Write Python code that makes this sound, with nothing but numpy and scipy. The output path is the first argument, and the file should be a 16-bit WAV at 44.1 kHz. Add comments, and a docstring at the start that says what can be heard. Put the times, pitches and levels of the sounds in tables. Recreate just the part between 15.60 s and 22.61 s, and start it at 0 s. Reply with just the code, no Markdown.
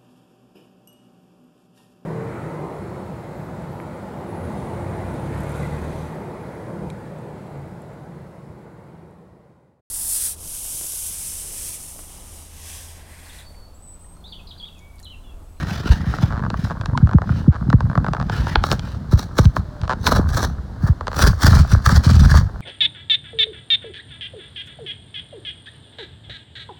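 """A cardboard mailer box is gripped, bent and torn open by hand, close by in a small room.
First fingers rub over the held, rumbling card, with a squeak, dull panel thumps and snapping creases;
from about 3 s the glued flap rips in pulls, fizzing and crunching, and later hangs free and sounds thinner.
Blows and fibre grains cross the card as bending waves, treble first and bass last: short falling chirps.
The squeaks are wavering sine tones, and the steady background is coloured noise."""
import sys
import numpy as np
from scipy import signal
from scipy.fft import rfft, irfft
from scipy.io import wavfile
from scipy.ndimage import uniform_filter1d, minimum_filter1d

SR = 44100
rng = np.random.default_rng(int(sys.argv[2]) if len(sys.argv) > 2 else 0)


def to_wav(sig):
    """Store sig (one row per channel, or 1-D mono) as 16-bit WAV at the path in sys.argv[1].

    Samples outside -1..1 are clipped; the rate is SR.
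    """
    pcm = np.clip(np.atleast_2d(sig), -1, 1) * 32767
    pcm = np.round(pcm).astype(np.int16)
    wavfile.write(sys.argv[1], SR, pcm.T)  # frames by channels


N = 309008
TAPS = 4096  # samples in one bending wave
HZ = np.fft.rfftfreq(TAPS, 1 / SR)
TIME = np.arange(N) / SR

# Spectrum of the dull body of a snap, also of the creaking flutes.
# Each row: frequency in Hz, relative level in dB.
SNAP_BODY = [(150, -14.5), (450, -2), (850, 0.5), (1300, 1.5), (1650, -4), (2000, -18.5), (4500, -87)]
# Pulls that rip the paper. Each row: start in seconds, length in seconds, relative level in dB,
# change by the end in dB, ring of the box against the fizz in dB, relative recoil of the panel in dB.
PULLS = [(3.054, 0.068, -33.5, 8, 4, -23.5), (3.53, 0.017, -30.5, -10, 4.5, -34),
         (3.591, 0.038, -28, -10, -1.5, -24), (3.789, 0.059, -24, -12.5, 1.5, -40),
         (3.971, 0.007, -37.5, -7.5, 2, -13.5), (4.475, 0.0078, -15.5, -6, -0.5, -18.5),
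         (4.524, 0.043, -23, -2, 4, -10.5), (4.699, 0.044, -37, 6, 0.5, -18),
         (4.777, 0.063, -22, -2.5, 1.5, -28), (5.232, 0.044, -45, 7.5, 8.5, -37),
         (5.562, 0.029, -35, 12.5, 4, -17.5), (5.627, 0.044, -14.5, -1.5, 1.5, 1.5),
         (5.834, 0.036, -19.5, 8.5, 3, 1), (5.909, 0.088, -17, -3.5, 2.5, -1),
         (6.123, 0.0014, -30, 25, 4.5, 1.5), (6.265, 0.097, -21.5, 0.5, 4.5, -3),
         (6.455, 0.2, -20.5, -7, 1, -3), (6.707, 0.069, -22.5, 3.5, 5, -2)]
CATCH_S = .05  # rough spacing of the surges in a pull
CATCH_HALF_S = 0.0079  # half length of one surge, also the attack of the shaking
RECOIL_LAG_S = 0.0175  # from a surge to the panel springing back


def gain_of(db):
    """Decibels to amplitude."""
    return 10 ** (np.asarray(db) / 20)


def evened(x):
    """Scales to rms 1."""
    return x / np.sqrt(np.mean(x ** 2) + 1e-20)


def colour(points, hz=HZ):
    """Gain of a spectrum table, joined on a log-frequency axis and rolled off below 30 Hz."""
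    f, db = np.transpose(points)
    curve_db = np.interp(np.log(hz + 1), np.log(f), db)
    return gain_of(curve_db) * hz ** 2 / (hz ** 2 + 30 ** 2)


def level(curve):
    """Gain of a (s, dB) curve at every sample."""
    return gain_of(np.interp(TIME, *np.transpose(curve)))


def wander(hz):
    """Smooth chance of rms 1 that changes about hz times a second."""
    f = np.fft.rfftfreq(N, 1 / SR)
    return evened(irfft(rfft(rng.standard_normal(N)) / (1 + (f / hz) ** 4), N))


def swell(start, length, attack_s, release_s):
    """Gain that grows up to start, holds for length and dies away."""
    before = (start - TIME) / attack_s
    after = (TIME - start - length) / release_s
    return np.exp(-np.clip(np.maximum(before, after), 0, 30))


def below(x, hz):
    """The part of a sound under hz, without delay."""
    return signal.sosfiltfilt(signal.butter(2, hz, fs=SR, output="sos"), x)


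def add(mix, start, sound):
    """Mixes a sound in from a sample index on."""
    part = mix[max(start, 0):][:len(sound)]
    part += sound[:len(part)]


def uneven(db):
    """Gain of one spot on the card: its own peaks and dips, a few hundred Hz apart."""
    ripple = uniform_filter1d(uniform_filter1d(rng.standard_normal(len(HZ)), size=17), size=13)
    return gain_of(db * evened(ripple))


def bending_wave(gain, travel_s):
    """A blow after crossing the card, energy 1: delayed by travel_s at 1 kHz, as 1 / sqrt(frequency)."""
    turns = 2 * travel_s * np.sqrt(1000 * HZ)
    wave = irfft(gain * np.exp(-2j * np.pi * turns))
    wave = np.roll(wave, TAPS // 16)  # room for the onset
    wave = wave * np.interp(np.arange(TAPS) / TAPS, [0, .04, .7, 1], [0, 1, 1, 0])
    return wave / np.linalg.norm(wave)


def summit(wave):
    """Sample index at which a wave is strongest."""
    return int(np.argmax(abs(signal.hilbert(wave))))


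def grains(gain, effort, per_s, spread_db, travel_s, count=11):
    """Many tiny blows of uneven size, scaled by effort, from a spot that creeps across the card."""
    struck = rng.random(N) < per_s / SR
    size = struck * gain_of(spread_db * np.minimum(rng.exponential(1, N), 3))
    blows = evened(size * rng.choice([-1, 1], N)) * effort
    place = (22 * TIME + 2 * rng.random(N)).astype(int) % count  # 22 spots a second, overlapping
    out = np.zeros(N)
    for k in range(count):
        wave = bending_wave(gain * uneven(3.5), travel_s * rng.uniform(.5, 1.5))
        out += signal.oaconvolve(blows * (place == k), wave)[summit(wave):][:N]
    return out


def catches():
    """A pull catches and surges at even spacing: (s, level dB, ring dB, recoil dB) of every surge."""
    surges = []
    for start, length, db, change_db, box_db, recoil_db in PULLS:
        for u in np.linspace(0, 1, round(length / CATCH_S) + 1):
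            surges.append((start + u * length, db + u * change_db, box_db, recoil_db))
    return surges


def sliding(slide_db=5, hiss_hz=2800):
    """Skin catches and slips on the paper grain in uneven scrapes, each stroke with its share of hiss."""
    # Strokes of the fingers. Each row: start in seconds, length in seconds, relative level in dB,
    # hiss against the rub in dB.
    strokes = [(0, 0.01, -33.5, -4), (0.103, 0.059, -40.5, 2.5), (0.276, 0.059, -35.5, -1),
               (0.466, 0.2, -42, -1), (1.005, 0.045, -44, 3.5), (1.7, 0.1, -48, 1), (2.724, 0.21, -38, -2),
               (3.218, 0.11, -50, 2.5)]
    # Spectrum of skin on card. Each row: frequency in Hz, relative level in dB.
    rub_spectrum = [(200, 5.5), (800, -0.5), (1650, 4), (2200, -8.5), (4000, -6.5), (5800, -11.5),
                    (7700, -22.5), (16000, -29)]
    attack_s, release_s = 0.029, 0.045
    unevenness = gain_of(3 * wander(hz=60))
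    scrape = grains(colour(rub_spectrum), unevenness, per_s=5000, spread_db=3.2, travel_s=.003)
    rub = below(scrape, hiss_hz)
    hiss = scrape - rub
    out = np.zeros(N)
    for start, length, db, hiss_db in strokes:
        effort = gain_of(db) * swell(start, length, attack_s, release_s)
        out += effort * (rub + gain_of(hiss_db) * hiss)
    return gain_of(slide_db) * out


def flexing(flex_db=3.0, shut_hz=118, open_hz=64, octaves=0.66, creak_db=-17.0):
    """The held box rumbles with many small buckles, deeper as it turns slack; its flutes creak along."""
    # How hard the hands work the box. Each row: time in seconds, relative level in dB.
    grip = [(0, -27), (2.6, -25.5), (3.12, -28), (3.4, -31.5), (4.15, -38.5), (4.65, -18.5), (5.05, -35),
            (7, -29.5)]
    shake_db, shake_release_s = -11, 0.033  # rumble left by a pull, relative to its recoil
    shaken = np.zeros(N)
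    for start, length, *_, recoil_db in PULLS:
        shake = swell(start + RECOIL_LAG_S, length, CATCH_HALF_S, shake_release_s)
        shaken += gain_of(recoil_db + shake_db) * shake
    effort = np.hypot(level(grip), shaken)
    slack = np.interp(TIME, [2.7, 5.6], [.3, .9])
    rumble = np.zeros(N)
    for hz, share in (shut_hz, 1 - slack), (open_hz, slack):
        panel = np.exp(-.5 * (np.log2((HZ + 1) / hz) / octaves) ** 2)
        rumble += grains(panel, effort * np.sqrt(share), per_s=105, spread_db=2.4, travel_s=.004)
    creak = grains(colour(SNAP_BODY), effort, per_s=110, spread_db=4.8, travel_s=.004)
    return gain_of(flex_db) * rumble + gain_of(creak_db) * creak


def room_tone(tone_db=-40):
    """Steady indoor background: noise shaped by a fixed spectrum."""
    # Spectrum of the background. Each row: frequency in Hz, relative level in dB.
    tone_spectrum = [(30, 8), (180, 3), (400, -7), (1600, -15), (2500, -33), (4200, -25), (7000, -36.5),
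                     (16000, -48)]
    noise = rfft(rng.standard_normal(N)) * colour(tone_spectrum, np.fft.rfftfreq(N, 1 / SR))
    return gain_of(tone_db) * evened(irfft(noise, N))


def squeaks(waver=0.011):
    """Card on card: stick and slip so regular that it becomes a short, wavering tone."""
    # Each row: centre in seconds, half length in seconds, mean pitch in Hz, peak level in dB.
    squeak_rows = [(0.111, 0.0015, 2620, -27), (1.354, 0.0034, 976, -16), (4.145, 0.098, 599, -43.5)]
    wavering_s = np.cumsum(1 + waver * wander(hz=60)) / SR  # time running unevenly
    out = np.zeros(N)
    for s, half_s, hz, db in squeak_rows:
        bump = np.exp(-((TIME - s) / half_s) ** 2)
        out += gain_of(db) * bump * np.sin(2 * np.pi * hz * wavering_s)
    return out


def thumps(travel_s=0.0105, octaves=0.63, peak_db=1, rebound=0.16):
    """A panel moves and rebounds as a low falling chirp; both high and very deep ones glide less."""
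    # Thumps of the panels, from buckling and from springing back as the flap tears.
    # Each row: time in seconds, relative peak level in dB,
    # nominal pitch in Hz (the spectrum centres somewhat lower).
    panel_thumps = [(0.204, -26, 380), (0.262, -16.5, 256), (0.31, -0.5, 73.8), (0.482, -13, 101.3),
                    (0.64, -7, 128), (1.045, -11.5, 132), (1.441, 1, 110.3), (1.56, 6.5, 121),
                    (1.712, -8, 127.3), (1.892, 7.5, 124.3), (2.094, -7.5, 151.5), (2.15, 5, 120.1),
                    (2.251, -9.5, 110.2), (2.385, -7.5, 121), (2.805, -8.5, 83.3), (2.98, -4, 66),
                    (3.533, -14.5, 313), (3.545, 2, 98.8), (3.791, -7, 455), (3.804, -3.5, 120),
                    (3.869, 2.5, 97), (4.236, -13, 94.6), (4.594, -11, 458.6), (4.6, -8, 180.3),
                    (5.245, -6.5, 124), (5.307, -4.5, 101)]
    recoil_hz = 97.93  # nominal, varied for each recoil
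    rows = list(panel_thumps)
    for s, _, _, db in catches():  # each surge lets the panel spring back
        rows.append((s + RECOIL_LAG_S, db - rng.exponential(1), recoil_hz * rng.uniform(.8, 1.4)))
    out = np.zeros(N)
    for s, db, hz in rows:
        near, far = rng.uniform(.8, 1.3, 2)
        panel = np.exp(-.5 * (np.log2((HZ + 1) / (0.833 * hz)) / octaves) ** 2)
        path = travel_s * min(np.sqrt(100 / hz), (hz / 100) ** 2)
        direct = bending_wave(panel, path * near)
        wave = direct + rebound * bending_wave(panel, 2 * path * far)
        add(out, round(s * SR) - summit(direct), gain_of(db + peak_db) * wave / abs(wave).max())
    return out


def slips():
    """A fold gives way flute after flute: uneven single pops (s, level dB, edge dB)."""
    # Each row: start in seconds, end in seconds, slips per second, relative level in dB,
    # sharp edge against the body in dB before crack_db.
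    creaks = [(0.708, 0.805, 114, -26.5, -20), (0.825, 0.868, 74, -23.5, -25.5),
              (1.101, 1.127, 128, -23, -21), (1.4736, 1.54, 49, -20, -20), (1.922, 1.967, 166, -27, -18.5),
              (2.3, 2.34, 63, -24.5, -25), (2.447, 2.497, 52, -18.5, -22), (2.601, 2.635, 72, -23, -16),
              (4.236, 4.256, 163, -30.5, -13), (4.297, 4.34, 132, -16, -17), (5.5178, 5.55, 72, -24.5, -15)]
    jitter, spread_db = .04, 2.2  # share of the gap; unevenness of level in dB
    pops = []
    for start, end, per_s, db, edge_db in creaks:
        for s in np.arange(start, end, 1 / per_s):
            slip_s = s + rng.normal(0, jitter) / per_s
            pops.append((slip_s, db + rng.normal(0, spread_db), edge_db))
    return pops


def snaps(travel_s=.0033, echo=0.38, detour=1.9, body_db=19.5, crack_db=-1, pop_edge_db=-20):
    """Each snap has its own colour; it arrives directly, then more smeared from two edges of the panel."""
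    # Stiff outer paper cracking. Each row: time in seconds, relative level in dB,
    # sharp edge against the body in dB before crack_db.
    cracks = [(0.904, -21, -9), (1.214, -24, -11), (1.2602, -23, -5), (1.3772, -14, -11),
              (2.1032, -19, -12), (2.9583, 1, -9), (3.0405, -10, -11), (3.1174, -12, -3), (3.196, -31, 3),
              (3.788, -12, -8), (3.856, -27, 1), (4.217, -33, -2), (4.2798, -26, -10), (4.4699, -12, -1),
              (5.4717, -18, -13), (5.482, -16, -13)]
    # Single flutes popping dully inside the card. Each row: time in seconds, relative level in dB.
    flute_pops = [(0.54, -20), (0.587, -23), (0.943, -18), (1.586, -14), (1.6201, -18), (1.694, -21.5),
                  (2.1302, -11), (2.2076, -19), (2.3554, -17), (2.378, -14), (2.536, -15), (2.55, -21),
                  (2.5685, -23), (2.6988, -15), (2.871, -19), (3.9676, -11), (5.411, -20.5), (5.931, -12),
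                  (6.752, -16)]
    # Spectrum of the sharp edge. Each row: frequency in Hz, relative level in dB.
    crack_spectrum = [(1200, -77), (2200, 12), (4200, 16.5), (6000, 7.5), (9000, -4), (16000, -37)]
    pop_top_hz = 10000
    big_top_hz, db_per_octave = 4700, 9  # top of a crack at 0 dB in the table; louder ones are duller
    rows = [(s, db, sharp_db, big_top_hz * 2 ** (-db / db_per_octave)) for s, db, sharp_db in cracks]
    pops = [(s, db, pop_edge_db + rng.normal(0, 3)) for s, db in flute_pops]
    rows += [(*pop, pop_top_hz) for pop in pops + slips()]
    out = np.zeros(N)
    for s, db, sharp_db, top_hz in rows:
        near, far, edge = rng.uniform(.8, 0.91, 3)
        body = colour(SNAP_BODY) * np.clip(HZ / 1500, .2, 1) ** rng.uniform(-.3, 1)
        crack = colour(crack_spectrum) / np.hypot(1, (HZ / top_hz) ** 6)
        sharp = gain_of(sharp_db + crack_db) * crack / np.linalg.norm(crack)
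        gain = (body / np.linalg.norm(body) + sharp) * uneven(2)
        path = travel_s * near  # each comes from its own spot
        first_edge = bending_wave(gain, path * detour * far)
        second_edge = bending_wave(gain, path * detour ** 2 * edge)
        arrivals = bending_wave(gain, path) + echo * (first_edge - .5 * second_edge)
        wave = np.linalg.norm(gain) * arrivals
        start = round(s * SR) - summit(bending_wave(body, path))
        add(out, start, gain_of(db + body_db) * wave)
    return out


def tearing(fizz_db=-3, shut_db=-3, ring_db=-3):
    """Paper fibres break in clumps as pulls surge and hold: small ones fizz, large ones crunch in the box."""
    # Fizz while the box is still closed. Each row: frequency in Hz, relative level in dB.
    shut_spectrum = [(1600, -9.5), (2900, -15.5), (4100, 2.5), (4800, -8.5), (5800, -2), (7000, -14.5),
                     (13000, -20.5), (16000, -20)]
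    # Fizz once the flap is loose. Each row: frequency in Hz, relative level in dB.
    loose_spectrum = [(1600, -7), (2800, -14), (4500, -2), (5700, -6), (7000, -12.5), (10000, -16.5),
                      (13000, -20.5), (16000, -15)]
    # Crunch ringing in the box. Each row: frequency in Hz, relative level in dB.
    ring_spectrum = [(350, -0.5), (800, -1), (1300, 4), (1720, 2.5), (2100, -14), (3200, -29)]
    opens_s = 5.1  # the flap comes loose
    free_from_s, free_by_s = 5.3, 6.24  # it comes to hang free
    hold_db = -8  # the steadier tearing between surges
    attack_s, release_s = .022, .028
    body_hz, body_held_db, body_free_db = 975, 8, -7  # the box rings fully while held, thinly once free
    top_hz, top_free_db = 9500, -10  # the highest fizz fades as the tear runs away along the flap

    efforts = []
    for s, db, box_db, _ in catches():
        surge = 1 / np.cosh(np.clip((TIME - s) / CATCH_HALF_S, -20, 20))
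        efforts.append((gain_of(db) * surge, box_db))
    for start, length, db, change_db, box_db, _ in PULLS:
        hold = swell(start, length, attack_s, release_s)
        efforts.append((gain_of(db + change_db / 2 + hold_db) * hold, box_db))
    fizz = np.sqrt(sum(effort ** 2 for effort, _ in efforts))
    ring = np.sqrt(sum((effort * gain_of(box_db)) ** 2 for effort, box_db in efforts))
    clumps = evened(gain_of(3 * wander(hz=150)))

    shut_effort = fizz * clumps * (TIME < opens_s)
    loose_effort = fizz * clumps * (TIME >= opens_s)
    shut = grains(colour(shut_spectrum), shut_effort, per_s=3000, spread_db=3.5, travel_s=.004)
    loose = grains(colour(loose_spectrum), loose_effort, per_s=7000, spread_db=3.5, travel_s=.004)
    small = gain_of(shut_db) * shut + gain_of(fizz_db) * loose
    large = grains(colour(ring_spectrum), ring * clumps, per_s=750, spread_db=3.6, travel_s=.0036)

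    free = np.interp(TIME, [free_from_s, free_by_s], [0, 1])
    top_gain = gain_of(top_free_db * free ** 2)
    small = small + (top_gain - 1) * (small - below(small, top_hz))
    body_gain = gain_of(body_held_db + (body_free_db - body_held_db) * free)
    large = large + (body_gain - 1) * below(large, body_hz)
    return small + gain_of(ring_db) * large


def room(x, t60=0.29, bass_hz=450):
    """A small room answers with a faint, short tail; the bass of the card hardly radiates into it."""
    t = np.arange(SR // 2) / SR
    echoes = rng.standard_normal(len(t)) * (rng.random(len(t)) < .1)  # sparse
    tail = echoes * (t > .004) * gain_of(-60 * t / t60)
    radiated = signal.sosfilt(signal.butter(2, bass_hz, "high", fs=SR, output="sos"), x)
    return gain_of(-19) * signal.oaconvolve(radiated, tail / np.linalg.norm(tail))[:N]


def scene():
    """The box close by, and the room around it."""
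    box = sliding() + flexing() + squeaks() + thumps() + snaps() + tearing()
    return (box + room(box) + room_tone())[None]


def record(dry, ceiling=0.89, recovery_db_per_s=120, cutoff_hz=17600):
    """A fast limiter catches the peaks and briefly ducks all else; then the treble is cut off."""
    over_db = 20 * np.log10(np.maximum(abs(dry[0]) / ceiling, 1))
    fall = TIME * recovery_db_per_s
    held_db = np.maximum.accumulate(over_db + fall) - fall  # jumps up, recovers steadily
    duck_db = uniform_filter1d(minimum_filter1d(-held_db, size=64), size=64)
    limited = dry * gain_of(duck_db)
    lowpass = signal.firwin(511, cutoff_hz, window=("kaiser", 9), fs=SR)
    return signal.oaconvolve(limited, lowpass[None], "same")


dry = scene()
out = record(dry)
to_wav(out)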